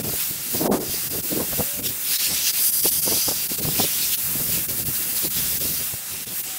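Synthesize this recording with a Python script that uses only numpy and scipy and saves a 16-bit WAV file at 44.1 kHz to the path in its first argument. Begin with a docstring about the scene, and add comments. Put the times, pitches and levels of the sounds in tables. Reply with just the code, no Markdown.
"""A sandblasting gun on rusty sheet steel: filtered noise makes the jet's hiss and the rattle of grit.
Wind joins from the start as slow, quick and raspy noise with sharp puffs; a faint gliding tone comes at 1.6 s.
Grit surges near 2.1 s, and from 2.4 to 3.4 s the sheet rings strongly as noise through its resonances.
Grit spurts crowd together from 4.5 to 5.2 s; two more faint sine tones follow at 5.9 and 6.4 s.
Brief drop-outs dip the sound throughout; both channels are alike."""
import sys
import numpy as np
from scipy import signal
from scipy.fft import rfft, irfft, next_fast_len
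from scipy.io import wavfile
from scipy.ndimage import uniform_filter1d, map_coordinates

SR = 44100
rng = np.random.default_rng(int(sys.argv[2]) if len(sys.argv) > 2 else 0)


def dump(signal):
    """Clip the signal to [-1, 1] and save it as 16-bit WAV at the path in sys.argv[1]."""
    limited = np.clip(np.atleast_2d(signal).T, -1, 1)
    pcm = np.round(limited * 32767).astype(np.int16)
    wavfile.write(sys.argv[1], SR, pcm)


N = 290178  # samples

# the gun as it sweeps, before spurts: start_s, jet_level_db, grit_level_db
GUN_SWEEP = [(0, -30, -36.5), (.09, -21.5, -34.5), (.28, -22, -35.5), (.39, -30, -36), (.55, -22, -38),
             (.78, -29.5, -41.5), (1.05, -23.5, -36.5), (1.3, -21.5, -37.5), (1.45, -25, -36.5),
             (1.62, -20.5, -33), (1.78, -25.5, -38.5), (1.98, -26.5, -41), (2.12, -19, -24),
             (2.3, -27.5, -27), (2.53, -22.5, -32), (2.65, -17.5, -34.5), (2.78, -22, -44),
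             (2.96, -23, -37), (3.04, -21.5, -35), (3.25, -25, -32), (3.35, -24, -33), (3.72, -20.5, -29.5),
             (4.05, -21.5, -26.5), (4.2, -21, -37.5), (4.45, -20.5, -35.5), (4.62, -22, -39),
             (5.13, -23.5, -46), (5.2, -20.5, -36), (5.32, -22, -33), (5.6, -19, -30.5),
             (5.86, -23.5, -33.5), (6.03, -31, -42), (6.3, -31.5, -34), (6.4, -20, -42), (6.47, -31.5, -37),
             (6.58, -30, -39)]
# spurts of extra grit from the siphon: centre_s, lift_db, half_length_s
GRIT_SPURTS = [(0.214, 7, 0.027), (0.572, 7, 0.053), (0.933, 9, 0.045), (1.3, 2.5, 0.034), (1.57, 3.5, .04),
               (1.874, 19, 0.032), (2.16, 3, 0.046), (2.257, 4.5, 0.04), (2.37, 5.5, 0.05),
               (2.489, 9.5, 0.047), (2.59, 5.5, 0.029), (2.864, 15, 0.07), (3.156, 7, 0.067),
               (3.295, 6, 0.021), (3.814, 7.5, 0.048), (4.03, 1.5, .04), (4.139, 11, 0.029),
               (4.545, 12, 0.052), (4.697, 10.5, 0.02), (4.794, 9.5, 0.02), (4.88, 9, 0.025),
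               (4.963, 10.5, 0.025), (5.033, 11.5, 0.027), (5.105, 12, 0.023), (5.173, 13, 0.02),
               (5.243, 9, 0.025), (5.382, 6, 0.033), (5.78, 0.5, .04), (6.11, 4, .035)]
# how strongly the spot under the jet rings the sheet, over the jet level: time_s, low_modes_db, high_modes_db
RINGING_SPOT = [(0, -29, -30), (.9, -10.5, -34), (2, -37, -18), (2.36, -15, -21), (2.48, -4, -21),
                (2.55, -19, -13), (2.63, -12, -2.5), (2.96, -8.5, -0.5), (3.27, -4, -3), (3.34, -9, -9),
                (3.75, -23, -24), (4.4, -27, -18), (5.3, -20, -26), (6.58, -24, -19)]
# spectrum of the air jet, relative: frequency_hz, density_db
JET_SPECTRUM = [(410, -53), (700, -18.5), (1090, -16), (1380, -11.5), (2540, -11.5), (2750, -12.5),
                (3470, -12.5), (4990, -12.5), (7380, -6.5), (13800, -0.5), (15700, 1.5)]
# nozzle resonances, over the jet spectrum: frequency_hz, width_hz, gain_db
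NOZZLE_MODES = [(2744, 71, 8), (3760, 250, -4), (7800, 890, -6)]
# spectrum of grit on rust, relative: frequency_hz, density_db
GRIT_SPECTRUM = [(530, -50), (900, -34), (1510, -16), (2650, -4.5), (2910, -5), (3840, -2), (4650, -1.5),
                 (5060, 0), (7080, -5), (14900, -5.5), (15800, -15)]
# sheet resonances, relative within the low and high groups: frequency_hz, width_hz, gain_db
SHEET_MODES = [(3140, 460, -11.5), (4820, 590, -0.5), (5960, 1460, -3.5), (7800, 510, -3), (8900, 860, 2.5),
               (10100, 920, 3.5), (10300, 600, -4), (11250, 900, 5), (13400, 1700, 5.5), (16000, 1700, -5)]
# strength of the wind: time_s, rumble_level_db, flutter_level_db
WIND_LEVELS = [(.03, -38.5, -32.5), (.3, -53, -58), (.56, -43, -39.5), (.66, -50, -25.5), (.77, -48, -26.5),
               (.88, -51, -44), (1.15, -37, -50), (1.44, -46, -32.5), (1.6, -54, -55), (1.89, -45, -44.5),
               (2.15, -60, -52), (2.7, -51, -49), (2.88, -41, -41.5), (3.3, -52, -58), (3.5, -51, -49),
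               (3.68, -41, -38), (3.92, -48, -50), (4.25, -48, -47), (4.43, -37.5, -39), (4.73, -43.5, -45),
               (4.87, -38.5, -45), (5.1, -44, -43), (5.2, -53, -51), (5.3, -42, -47.5), (5.59, -38, -45),
               (5.88, -46.5, -47.5), (6.01, -50, -54), (6.2, -46, -46), (6.58, -54, -51.5)]
# the strong wind puffs on the microphone: crest_s, rumble_level_db, body_level_db, rasp_level_db, length_s
STRONG_PUFFS = [(0.073, -43, -30.5, -47, 0.0057), (0.096, -41, -39, -31.5, 0.0077),
                (0.139, -37, -34.5, -37, 0.013), (0.313, -36, -38.5, -63, 0.015),
                (0.555, -34, -29, -34, 0.019), (0.615, -35, -21, -31, 0.015),
                (0.659, -49, -21.5, -33, 0.0068), (0.704, -43, -29, -19, 0.016),
                (0.741, -45, -20, -26, 0.022), (0.802, -47, -29, -50, 0.018),
                (0.897, -31, -40, -43, 0.0057), (0.943, -40, -32.5, -46, 0.0062),
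                (1.156, -51, -33, -42, 0.048), (1.188, -49, -31.5, -42, 0.0078),
                (1.326, -35, -22, -35, 0.0095), (1.373, -45, -24.5, -37, 0.017),
                (1.406, -38, -26.5, -28, 0.015), (1.533, -32.5, -40, -28.5, 0.011),
                (1.605, -27.5, -27, -26.5, 0.021), (1.797, -38, -38, -41, 0.019),
                (1.864, -38, -38, -51, 0.054), (2.32, -38, -40.5, -39, 0.031),
                (2.859, -41, -24.5, -25, 0.011), (3.079, -35, -28, -28, 0.013),
                (3.126, -38, -30.5, -30.5, 0.025), (3.171, -48, -35.5, -39, 0.013),
                (3.288, -33, -32, -24, 0.0095), (3.317, -40, -36, -30, 0.012),
                (3.519, -40, -30, -43, 0.0082), (3.606, -38, -33, -37, 0.02),
                (3.654, -25.5, -49, -32, 0.011), (3.688, -25, -35, -31.5, 0.0068),
                (3.762, -36, -36, -57, 0.0088), (3.802, -28.5, -26, -22, 0.015),
                (3.843, -32, -29, -33, 0.013), (4.358, -31, -37, -47, 0.0068),
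                (4.404, -31.5, -38, -37, 0.0082), (4.578, -36, -38.5, -48, 0.03),
                (4.802, -39, -39, -46, 0.02), (5.253, -43, -30, -42, 0.018), (5.617, -48, -33, -44, 0.01),
                (5.657, -36, -33, -55, 0.015), (5.94, -33, -52, -38.5, 0.01)]
# spectra of wind noise, relative, each: frequency_hz, density_db
RUMBLE_SPECTRUM = [(12, -45), (20, -16), (82, 1.5), (161, 3.5), (271, -9), (300, -12.5), (390, -67),
                   (660, -120)]
FLUTTER_SPECTRUM = [(80, -19), (150, -1.5), (240, 0.5), (400, -2), (600, -11), (1200, -47)]
RASP_SPECTRUM = [(250, -25), (450, -2.5), (650, -1), (900, -3), (1400, -14), (2500, -25)]
# spectrum of the body of a puff, relative: frequency_hz, density_db
PUFF_SPECTRUM = [(100, -34), (200, -1.5), (330, 5), (480, 0), (700, -12.5), (1200, -67)]
# faint soft tones: start_s, length_s, first_pitch_hz, last_pitch_hz, level_db
SOFT_TONES = [(1.627, 0.22, 555, 598, -47), (5.946, 0.19, 787, 770, -56.5), (6.438, .2, 757, 747, -53.5)]
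# instants when the sound drops out: centre_s, full_depth_db, hold_s, spared_below_hz
DROP_OUTS = [(.026, 20, 0, 300), (.696, 40, .026, 1000), (.793, 22, 0, 500), (1.093, 18, 0, 100),
             (1.22, 21, 0, 100), (1.817, 19, 0, 800), (1.882, 13, 0, 500), (2.18, 21, 0, 40),
             (2.522, 21, 0, 150), (2.714, 16, 0, 40), (2.82, 16, 0, 400), (2.906, 18, 0, 150),
             (3.012, 20, 0, 60), (3.481, 22, 0, 40), (3.567, 18, 0, 200), (3.61, 18, 0, 750),
             (4.166, 17, 0, 150), (4.675, 22, 0, 200), (4.846, 22, 0, 250), (5.294, 19, 0, 350),
             (5.593, 19, 0, 350), (6.255, 21, 0, 100), (6.425, 18, 0, 200)]
# share of the full depth lost at each pitch: frequency_hz, share (0-1)
DEPTH_SHARE = [(5000, 1), (10000, .55), (15000, .25)]

SPURT_LIFTS_JET = 0.27  # dB of air jet for each dB of grit
EVEN_JET_DB, BODY_THINS = -22, 0.7  # body is even at this jet level; dB lost per dB of jet above it
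RASP_CALM_DB, RASP_FULL_DB, RASP_GROWS = -52, -25.5, 2.2  # floor; flutter level it equals; dB per dB of flutter
SMALL_PUFFS = 45  # weak puffs at random moments
SMALL_OVER_DB = (2.5, 0.5, -5)  # rumble over the wind's rumble; body and rasp over its flutter
SMALL_SPREAD_DB, SMALL_LENGTH_S = 2.5, 0.014  # scatter of level; median length
TONE_FADE_S, DROP_FADE_S = 0.03, 0.023
TOP_HZ = 15750  # band limit


def amp(db):
    """A level in decibels is twenty times the logarithm of an amplitude ratio."""
    return 10 ** (np.asarray(db) / 20)


def unit(x):
    """Division by the root-mean-square gives a signal unit effective value."""
    return x / np.sqrt(np.mean(x ** 2) + 1e-20)


def along(points, hz):
    """A spectrum is interpolated between points on a logarithmic frequency axis."""
    f, v = np.transpose(points)
    return np.interp(np.log(hz + 1), np.log(f + 1), v)


def curves(rows):
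    """Linear interpolation gives one value per sample for each column after the time."""
    s, *columns = np.transpose(rows)
    return [np.interp(np.arange(N) / SR, s, column) for column in columns]


def wobble(rate):
    """A spline through random knots, rate of them a second, is a smooth random fluctuation."""
    knots = rng.standard_normal(int(N * 200 / SR))
    return map_coordinates(knots, [np.arange(N) * rate / SR])


def filtered(x, response):
    """A linear filter multiplies the spectrum by its frequency response."""
    m = next_fast_len(x.shape[-1] + 8192)
    spectrum = rfft(x, m) * response(np.fft.rfftfreq(m, 1 / SR))
    return irfft(spectrum, m)[..., :x.shape[-1]]


def shaped(x, points):
    """Spectral shaping: the response follows a table of frequency and dB."""
    return filtered(x, lambda hz: amp(along(points, hz)))


def modes(table, hz):
    """Independent resonances add in power; the result is their joint amplitude response."""
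    power = sum(amp(db) ** 2 / (1 + (2 * (hz - centre) / width) ** 2) ** 2 for centre, width, db in table)
    return np.sqrt(power)


def patchy(patchy_db):
    """Turbulence is uneven: noise with random gain in patches some 700 Hz wide and 60 ms long."""
    z = signal.stft(rng.standard_normal(N + 512), nperseg=512)[2]
    across_pitch = uniform_filter1d(rng.standard_normal(z.shape), size=8, axis=0)
    field = uniform_filter1d(across_pitch, size=10, axis=1)
    return signal.istft(z * amp(patchy_db * unit(field)), nperseg=512)[1][:N]


def gun():
    """Turbulence and impact: air hisses from the nozzle, grains hail on rust and excite the sheet's modes."""
    lift_db = spurts()
    jet_db, grit_db = curves(GUN_SWEEP)
    jet_db = jet_db + SPURT_LIFTS_JET * lift_db
    grit_db = grit_db + lift_db
    surge = wobble(9.7)  # the siphon feeds grit unevenly
    return (amp(jet_db + 0.2 * surge) * air_jet(jet_db) + amp(grit_db + 0.2 * surge) * grit_hail()
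            + amp(0.83 * surge) * sheet_ringing(jet_db))


def spurts():
    """Superposition of pulses: each spurt swells and fades as a Gaussian bell in dB."""
    t = np.arange(N) / SR
    return sum(lift_db * np.exp(-((t - s) / half) ** 2) for s, lift_db, half in GRIT_SPURTS)


def air_jet(jet_db):
    """Jet noise: broadband turbulence coloured by nozzle resonances, its body thinner when louder."""
    jet = unit(filtered(patchy(patchy_db=1.0), lambda hz: (
        amp(along(JET_SPECTRUM, hz)) * np.hypot(1, modes(NOZZLE_MODES, hz)))))
    body = filtered(jet, lambda hz: 1 / (1 + (hz / 10500) ** 6))
    body_db = BODY_THINS * (EVEN_JET_DB - jet_db) + 0.83 * wobble(12)
    return jet + (amp(body_db) - 1) * body


def grit_hail():
    """Shot noise: grains of uneven size scatter the strength of a dense hail."""
    hail = patchy(patchy_db=2.5) * amp(2.0 * rng.exponential(size=N))
    return unit(shaped(hail, GRIT_SPECTRUM))


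def sheet_ringing(jet_db):
    """Modal excitation: where the jet lands decides which of the sheet's modes answer."""
    shake = patchy(patchy_db=1.5)
    low = unit(filtered(shake, lambda hz: modes(SHEET_MODES[:3], hz)))
    high = unit(filtered(shake, lambda hz: modes(SHEET_MODES[3:], hz)))
    low_over_db, high_over_db = curves(RINGING_SPOT)
    return amp(jet_db + low_over_db) * low + amp(jet_db + high_over_db) * high


def wind():
    """Eddies tumble over the microphone port: a lumpy rumble, a quicker flutter and a rasp on top."""
    rumble_db, flutter_db = curves(WIND_LEVELS)
    growing_db = RASP_FULL_DB + RASP_GROWS * (flutter_db - RASP_FULL_DB)
    rasp_gain = np.hypot(amp(RASP_CALM_DB), amp(growing_db))
    lumps, eddies = wobble(14), wobble(40)
    rumble = shaped(rng.standard_normal(N), RUMBLE_SPECTRUM)
    flutter = shaped(rng.standard_normal(N), FLUTTER_SPECTRUM)
    rasp = shaped(rng.standard_normal(N), RASP_SPECTRUM)
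    return (amp(rumble_db) * unit(amp(3.5 * lumps) * rumble)
            + amp(flutter_db) * unit(amp(1.5 * lumps + 3.2 * eddies) * flutter)
            + rasp_gain * unit(amp(1.6 * lumps + 1.1 * eddies) * rasp))


def puffs():
    """Gust pressure swells to a snap and dies; the rasp clusters at the crest, where the air is fastest."""
    half = SR // 10
    t = np.arange(-half, half) / SR
    out = np.zeros(N + len(t))
    spectra = (RUMBLE_SPECTRUM, PUFF_SPECTRUM, RASP_SPECTRUM)
    for s, *levels_db, length in [*STRONG_PUFFS, *small_puffs()]:
        eddies = rng.standard_normal(len(t)) * amp(2.5 * rng.exponential(size=len(t)))  # a few stand out
        eddies[len(t) // 2] -= 9 * np.std(eddies)  # the snap: one sudden suction at the crest
        for points, db, stretch in zip(spectra, levels_db, (1.3, 0.9, 0.6)):
            swell = np.exp(-np.abs(t / (stretch * length)) ** 1.25)
            puff = swell * shaped(eddies, points)
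            level = amp(db) * np.sqrt(np.sum(swell ** 2) / np.sum(puff ** 2))  # same energy as the swell
            out[round(s * SR):][:len(t)] += level * puff
    return out[half:][:N]


def small_puffs():
    """Random gusts: rows like those of STRONG_PUFFS, their levels following the wind of the moment."""
    s, rumble_db, flutter_db = np.transpose(WIND_LEVELS)
    when = np.sort(rng.uniform(0, N / SR, SMALL_PUFFS))
    draws = rng.standard_normal((SMALL_PUFFS, 4))
    wind_db = np.array([np.interp(when, s, column) for column in (rumble_db, flutter_db, flutter_db)]).T
    levels_db = wind_db + SMALL_OVER_DB + SMALL_SPREAD_DB * draws[:, :3]
    lengths_s = SMALL_LENGTH_S * np.exp(0.44 * draws[:, 3])
    return list(np.column_stack([when, levels_db, lengths_s]))


def hoots():
    """Frequency is the rate of phase: plain sines whose pitch glides a little."""
    out, t = np.zeros(N), np.arange(N) / SR
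    for s, length, first_hz, last_hz, db in SOFT_TONES:
        progress = np.clip((t - s) / length, 0, 1)
        pitch_hz = first_hz + (last_hz - first_hz) * progress
        fade = np.clip(np.minimum(t - s, s + length - t) / TONE_FADE_S, 0, 1)
        out += np.sqrt(2) * amp(db) * fade * np.sin(2 * np.pi * np.cumsum(pitch_hz) / SR)
    return out


def scene():
    """Superposition: the sources add, alike in both channels."""
    sound = gun() + wind() + puffs() + hoots()
    return np.array([sound, sound])


def record(dry):
    """Time-varying filtering: drop-outs dip the sound briefly, and a band limit removes the top."""
    hz, t, z = signal.stft(dry, SR, nperseg=256, noverlap=192)
    share = np.clip(along(DEPTH_SHARE, hz), 0, 1)
    for s, depth_db, hold, spared_hz in DROP_OUTS:
        away = np.clip((np.abs(t - s) - hold / 2) / DROP_FADE_S, 0, 1)  # 0 inside the hold, 1 outside the fades
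        above_spared = hz ** 8 / (hz ** 8 + spared_hz ** 8)
        least = amp(-depth_db * share * above_spared)
        z = z * np.sqrt(1 - np.outer(1 - least ** 2, np.cos(np.pi / 2 * away) ** 2))
    dipped = signal.istft(z, SR, nperseg=256, noverlap=192)[1][:, :N]
    return filtered(dipped, lambda hz: hz < TOP_HZ)


dry = scene()
out = record(dry)
dump(out)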